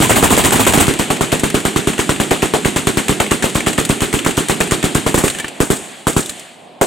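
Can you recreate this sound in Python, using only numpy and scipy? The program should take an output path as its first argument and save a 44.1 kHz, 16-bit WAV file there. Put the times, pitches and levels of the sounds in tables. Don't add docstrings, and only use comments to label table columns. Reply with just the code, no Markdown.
import sys
import numpy as np
from scipy import signal
from scipy.io import wavfile

SR = 44100
rng = np.random.default_rng(int(sys.argv[2]) if len(sys.argv) > 2 else 0)


def to_wav(sig):
    pcm = np.clip(np.atleast_2d(sig), -1, 1) * 32767
    pcm = np.round(pcm).astype(np.int16)
    wavfile.write(sys.argv[1], SR, pcm.T)


N = 302526

# t/s, blast level/dB, bark level/dB
HEAVY_ROUNDS = [(0.0026, -5, -28), (0.106, -7, -8), (0.227, -1.5, -7), (0.3264, -6, -9.5),
                (0.443, -10.5, -12), (0.559, -8, -14), (0.6712, -14, -9), (0.7753, -6.5, -19),
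                (0.881, -4, -29), (0.9951, -7, -11.5), (1.1025, -9, -8), (1.2093, -6.5, -12),
                (1.3266, -7.5, -10), (1.4347, -4.5, -12.5), (1.5436, -7, -10.5), (1.652, -6.5, -10),
                (1.7608, -4.5, -12), (1.8728, -4, -21), (1.991, -8, -10.5), (2.0926, -7, -9.5),
                (2.2, -7, -11), (2.3119, -5, -7), (2.428, -7.5, -9), (2.537, -11, -6.5),
                (2.6555, -3.5, -10.5), (2.761, -6.5, -11.5), (2.871, -2.5, -14), (2.972, -5.5, -14),
                (3.0938, -5, -14), (3.2028, -10, -7.5), (3.3152, -6, -9), (3.44, -7.5, -9.5),
                (3.5538, -5, -14), (3.6694, -5.5, -11), (3.784, -7, -12), (3.8974, -2.5, -18),
                (4.019, -5, -16), (4.1393, -4.5, -21), (4.2628, -7, -9.5), (4.3766, -2.5, -11),
                (4.4964, -8, -8), (4.6042, -11.5, -9.5), (4.7198, -5.5, -12.5), (4.84, -3.5, -29),
                (4.9522, -1, -12.5), (5.064, -6, -8.5), (5.143, -3.5, -10), (5.177, -4.5, -11),
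                (5.2384, -3, -13), (5.6033, -1.5, -9.5), (5.7026, -3.5, -23), (6.069, -5, -8.5),
                (6.1653, -2.5, -14), (6.8123, -7.5, -6)]
# t/s, blast level/dB, bullet strike level/dB
FAST_ROUNDS = [(0.022, -26, -15), (0.0946, -4, -16.5), (0.164, -9, -8.5), (0.2352, -19, -9),
               (0.3042, -10, -11), (0.3757, -4, -22), (0.4481, -9, -13), (0.5203, -22, -11),
               (0.595, -2, -14), (0.6652, -8, -12), (0.735, -12, -11), (0.8037, -17, -32)]
HEAVY_TIMES, FAST_TIMES = np.array(HEAVY_ROUNDS)[:, 0], np.array(FAST_ROUNDS)[:, 0]
BAND_EDGES_HZ = 36 * 2 ** np.arange(0, 9.1, .5)
BURSTS_FROM_S = 5.14


def amp(db):
    return 10 ** (np.asarray(db) / 20)


def at_hz(points, hz):
    freqs, values = np.transpose(points)
    return np.interp(np.log(hz), np.log(freqs), values)


def clicks(seconds, heights):
    out = np.full(N, 1e-18)
    np.add.at(out, (np.asarray(seconds) * SR).astype(int), heights)
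    return out


def dying(x, t60):
    return signal.lfilter([1], [1, -amp(-120 / (t60 * SR))], x)


def smear(x, seconds):
    r = np.exp(-1 / (seconds * SR))
    return signal.lfilter([1 - r], [1, -r], x)


def ring(x, hz, t60):
    r, w = amp(-60 / (t60 * SR)), 2 * np.pi * hz / SR
    return signal.lfilter([0, np.sin(w)], [1, -2 * r * np.cos(w), r * r], x)


def flicker(rate_hz):
    r = np.exp(-2 * np.pi * rate_hz * 8 / SR)
    slow = signal.lfilter([1], [1, -2 * r, r * r], rng.standard_normal(N // 8 + 1002))[1000:]
    return np.interp(np.arange(N) / 8, np.arange(len(slow)), slow / slow.std())


def band_shares(spectrum):
    hz = np.sqrt(BAND_EDGES_HZ[1:] * BAND_EDGES_HZ[:-1])
    power = amp(2 * at_hz(spectrum, hz)) * hz
    return power / power.sum()


def slope_return(rounds, delay_s, spread_s):
    lag = int(delay_s * SR)
    return smear(smear(rounds, spread_s), spread_s)[-N - lag:-lag] * spread_s * SR * np.e


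def far_echo():
    # trees level/dB, trees t60/s, berm level/dB, hills level/dB, change for bursts/dB
    zones = [(-25, 0.8, -57, -43.5, -6), (-39, 1, -52, -43, -2), (-31.5, 1.18, -35.5, -48.5, -3),
             (-30, 1.02, -50, -73, 0.5)]
    out = []
    for trees_db, t60, berm_db, hills_db, bursts_db in zones:
        rounds = clicks(HEAVY_TIMES, amp(2 * bursts_db * (HEAVY_TIMES > BURSTS_FROM_S)))
        rounds += clicks(FAST_TIMES, 1)
        rounds = np.concatenate([rounds[:int(0.78 * SR)], rounds])
        trees = smear(dying(rounds, t60), 0.025)[-N:]
        berm = slope_return(rounds, delay_s=0.186, spread_s=0.05)
        hills = slope_return(rounds, delay_s=0.46, spread_s=0.11)
        out.append(amp(2 * trees_db) * trees + amp(2 * berm_db) * berm + amp(2 * hills_db) * hills)
    return out


def bullet_cracks():
    # t/s, treble level/dB, midrange level/dB
    heavy_strikes = [(0.0877, -15, -26), (0.1574, -12, -10), (0.333, -26, -12), (0.5534, -15.5, -10),
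                     (0.9897, -14, -16.5), (1.1653, -19.5, -17), (1.3187, -12, -10.5), (1.3952, -15, -16),
                     (1.5003, -18.5, -16.5), (1.6015, -19.5, -19), (1.8705, -22, -18), (1.932, -23, -14.5),
                     (1.9798, -19, -13), (2.16, -29, -17), (2.3078, -15, -9), (2.4214, -16, -11.5),
                     (2.6478, -14.5, -8.5), (2.8696, -12.5, -12), (3.082, -12, -8), (3.2003, -14, -4),
                     (3.263, -24, -16), (3.3096, -14, -10.5), (3.4236, -14, -12.5), (3.4296, -14, -10),
                     (3.496, -19, -24), (3.547, -17, -20), (3.6037, -19, -13.5), (3.6623, -18.5, -11.5),
                     (3.73, -16.5, -16), (3.7782, -16, -11), (3.8502, -12.5, -18), (3.8911, -14, -15),
                     (4.0055, -15, -12), (4.128, -15, -11.5), (4.1893, -17, -13.5), (4.247, -15, -9.5),
                     (4.307, -20, -14), (4.3693, -14, -15.5), (4.4842, -13, -17), (4.506, -15.5, -18),
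                     (4.607, -11, -4.5), (4.6718, -22, -20), (4.7098, -12, -11), (4.8274, -16.5, -10),
                     (4.9482, -12, -14), (5.2794, -11, -11.5), (5.2997, -13, -16), (5.3477, -22, -19),
                     (5.3854, -20.5, -17.5), (5.398, -16.5, -15), (5.444, -26, -14), (5.4806, -21, -20),
                     (5.767, -20, -38), (6.131, -20, -34), (6.204, -16, -32), (6.2277, -22, -38),
                     (6.2595, -20, -43), (6.2937, -14, -23), (6.32, -32, -39), (6.3946, -27, -47)]
    fast_strikes = [(s + 0.203, db, db + 1.5) for s, _, db in FAST_ROUNDS]
    power = np.zeros((2, N + SR))
    for strikes, t60 in ((heavy_strikes, 0.05), (fast_strikes, 0.021)):
        t = np.arange(int(t60 * SR)) / SR
        fall = amp(-120 * t / t60) * (1 + 1.2 * np.exp(-t / 0.00048))
        for s, treble_db, mid_db in strikes:
            i = int(s * SR)
            power[:, i:i + len(fall)] += amp([[2 * treble_db], [2 * mid_db]]) * fall
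    return smear(power[:, :N], 0.0011)


def range_scatter(grain_db):
    # f/Hz, relative density/dB
    heavy_colour = [(24, -41), (40, -18), (297, 1.5), (810, -6), (990, -8.5), (1150, -13), (1300, -5),
                    (1550, -7.5), (3300, -7), (3560, -9.5), (5440, -14), (7930, -9.5), (9220, -16),
                    (16000, -27.5)]
    fast_colour = [(24, -38), (40, -0.5), (140, 0.5), (176, -37), (256, 8.5), (516, -19), (751, -1),
                   (1440, -12), (2630, -10.5), (5310, -21.5), (7730, -12), (14800, -26.5), (16000, -19)]
    crack_colour = [(400, 3), (900, -4), (2000, 5), (3300, 2), (5200, -3.5), (8000, 3), (11000, -11),
                    (16000, -15)]
    far_colour = [(24, -56), (40, -30), (194, 10.5), (382, 5), (491, -7), (600, 5.5), (1180, -11),
                  (1810, -7.5), (3380, -4.5), (4800, -16.5), (8340, -2), (11300, -24.5), (16000, -62)]
    # f/Hz, gain/dB
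    burst_tint = [(60, -1), (300, 1), (800, 2), (2800, -3), (8000, 2), (14000, 3.5)]
    # f/Hz, t60/s
    decay = [(50, 0.036), (150, 0.3), (400, 0.057), (1000, 0.21), (3000, 0.23), (8000, 0.21), (14000, 0.16)]
    zone_tops = [400, 1200, 4500]
    # f/Hz, side minus mid/dB
    width = [(40, 11), (110, -6), (200, -12), (380, -9.5), (700, -5), (1290, -3.5), (2380, -8),
             (4800, -11.5), (7500, -23), (10000, 10), (15000, -13)]
    # f/Hz, left minus right/dB
    balance = [(60, 5), (110, -4), (200, -6), (380, -3.5), (700, -1.5), (1290, 1), (2380, 1.5), (4400, 0.5),
               (8120, 0), (15000, 0.5)]
    heavy_share, fast_share = band_shares(heavy_colour), band_shares(fast_colour)
    crack_share, far_share = band_shares(crack_colour), band_shares(far_colour)
    heavy_shots, fast_shots = clicks(HEAVY_TIMES, amp(2 * -12.5)), clicks(FAST_TIMES, amp(2 * -7))
    shock_front = dying(heavy_shots * amp(6.5) + fast_shots * amp(2 * -2), t60=0.0089)
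    far_power = far_echo()
    treble_cracks, mid_cracks = bullet_cracks()
    clumps = flicker(380)
    white = rng.standard_normal((2, 2, N))
    zone = np.searchsorted(zone_tops, BAND_EDGES_HZ[:-1] * 1.19)
    in_bursts = np.arange(N) > BURSTS_FROM_S * SR
    left_right = np.array([[1], [-1]])
    out = 0
    for k, (low, high) in enumerate(zip(BAND_EDGES_HZ, BAND_EDGES_HZ[1:])):
        hz = np.sqrt(low * high)
        t60 = at_hz(decay, hz)
        heavy = heavy_share[k] * dying(heavy_shots * amp(2 * at_hz(burst_tint, hz) * in_bursts), t60)
        fast = fast_share[k] * dying(fast_shots, 1.06 * t60)
        ground = smear(heavy + fast, 0.0043 + 1.75 / hz)
        cracks = mid_cracks if hz < 3000 else treble_cracks
        sharp = crack_share[k] * (cracks + shock_front * hz / 8000)
        grain = amp(2 * grain_db * (0.64 * clumps + 1.18 * flicker(10 + hz / 40)))
        share_of_zone = far_share[k] / far_share[zone == zone[k]].sum()
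        far = share_of_zone * far_power[zone[k]] * amp(1.6 * flicker(12))
        power = (ground + sharp) * grain + far
        band = signal.butter(2, [low, high], "band", fs=SR, output="sos")
        mid, side = signal.sosfilt(band, white[k % 2])
        noise = (mid + side * amp(at_hz(width, hz)) * left_right) / mid.std()
        lean = amp(at_hz(balance, hz) / 2 * left_right)
        out = out + np.sqrt(power) * lean * noise
    return out


def panel_pings():
    # t/s, level/dB
    hits = [(3.424, -18), (5.349, -24), (5.395, -19), (5.4015, -14), (5.405, -18), (5.444, -19),
            (6.293, -22)]
    # f/Hz, level/dB, t60/s
    modes = [(1770, -2.5, 0.041), (2300, -9, 0.058), (2930, -26, 0.029), (3380, -18, 0.027)]
    times, hit_db = np.transpose(hits)
    chance_db = rng.normal(0, 2.8, (len(hits), len(modes)))
    return sum(ring(clicks(times, amp(hit_db + db + chance_db[:, k])), hz, t60)
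               for k, (hz, db, t60) in enumerate(modes))


def jet_noise(power, low_hz, high_hz):
    noise = 0.5 * rng.standard_normal(N) + 0.45 * rng.standard_normal((2, N))
    band = signal.butter(2, [low_hz, high_hz], "band", fs=SR, output="sos")
    return signal.sosfilt(band, np.sqrt(power) * noise) / signal.sosfilt(band, noise).std()


def muzzle_bark():
    heavy_db, fast_db, full_db = np.array(HEAVY_ROUNDS)[:, 2], -7.5, -4.5
    bark = dying(clicks(HEAVY_TIMES, amp(2 * heavy_db)), t60=0.039)
    bark += dying(clicks(FAST_TIMES, amp(2 * fast_db)), t60=0.026)
    roll_db = full_db + 3.1 * (heavy_db - full_db)
    roll = dying(clicks(HEAVY_TIMES, amp(2 * roll_db)), t60=0.18)
    return jet_noise(bark, low_hz=342, high_hz=1350) + jet_noise(roll, low_hz=237, high_hz=970)


def blast_wave(push_ms, fade):
    t = np.arange(int(0.038 * SR)) / SR * 1000 / push_ms
    return np.tanh(3 * (1 - t)) * np.exp(-fade * t ** 2)


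def firing_line(direct):
    # delay/ms, left level/dB, right level/dB
    walls = [(7.39, -9, -46), (12, -48, -22), (14.9, -9, -31), (18.1, -25, -14.5), (21.7, -34, -19),
             (24, -19, -6), (28.6, -3, -7), (31.2, -47, -5), (43.6, -38, -27), (53.1, -31, -34)]
    # f/Hz, left level/dB, right level/dB, t60/s
    shelter = [(146, -22, -19, 0.13), (295, -48, -38, 0.051), (412, -24, -18.5, 0.12),
               (493, -28, -20, 0.067)]
    pressure, return_db = direct
    thin = signal.lfilter(*signal.butter(1, [190, 700], "band", fs=SR), pressure)
    out = pressure.copy()
    for ms, left_db, right_db in walls:
        lag = int(ms * SR / 1000)
        out[:, lag:] += amp([[left_db + return_db], [right_db + return_db]]) * thin[:, :-lag]
    for hz, left_db, right_db, t60 in shelter:
        out += amp([[left_db], [right_db]]) * ring(thin, hz, t60) * 2 * np.pi * hz / SR
    return out


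def muzzle_blasts(rounds, push_ms, precursor_db, dull_hz):
    direct = np.zeros((2, N + SR))
    chance = rng.standard_normal((len(rounds), 2, 3))
    lead = int(.0012 * SR)
    for (s, level_db, _), ports in zip(rounds, chance):
        for side, (stretch, tear, strength) in enumerate(ports):
            i = int((s + .00012 * side) * SR)
            precursor = -amp(precursor_db + 2 * tear) * blast_wave(0.61, fade=1.6)
            main = blast_wave(push_ms * amp(1.2 * stretch), fade=.11)
            direct[side, i:i + len(precursor)] += amp(level_db + 4.1 * strength) * precursor
            direct[side, i + lead:i + lead + len(main)] += amp(level_db + 1.1 * strength) * main
    return signal.lfilter(*signal.butter(2, dull_hz, fs=SR), direct[:, :N]) + 1e-18


def scene():
    heavy = muzzle_blasts(HEAVY_ROUNDS, push_ms=1.9, precursor_db=3, dull_hz=2200)
    fast = muzzle_blasts(FAST_ROUNDS, push_ms=0.4, precursor_db=-32, dull_hz=3000)
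    heavy_return_db, fast_return_db = -1.5, -10.0
    guns = firing_line((heavy, heavy_return_db)) + firing_line((fast, fast_return_db)) + muzzle_bark()
    return guns + panel_pings() + range_scatter(grain_db=1.5)


def record(dry):
    # f/Hz, width/Hz, gain/dB
    housing = [(439, 150, 4.5), (3540, 790, 2.5), (5270, 6000, -4.5), (7730, 2000, 3)]
    x = signal.lfilter(*signal.butter(1, 35, "high", fs=SR), dry)
    for hz, width_hz, gain_db in housing:
        x = x + (amp(gain_db) - 1) * signal.lfilter(*signal.iirpeak(hz, hz / width_hz, fs=SR), x)
    overloaded = x / (1 + np.abs(x / .97) ** 6) ** (1 / 6)
    top_cut = signal.ellip(10, .5, 65, 15850, fs=SR, output="sos")
    return np.clip(signal.sosfilt(top_cut, overloaded), -1, 1)


dry = scene()
out = record(dry)
to_wav(out)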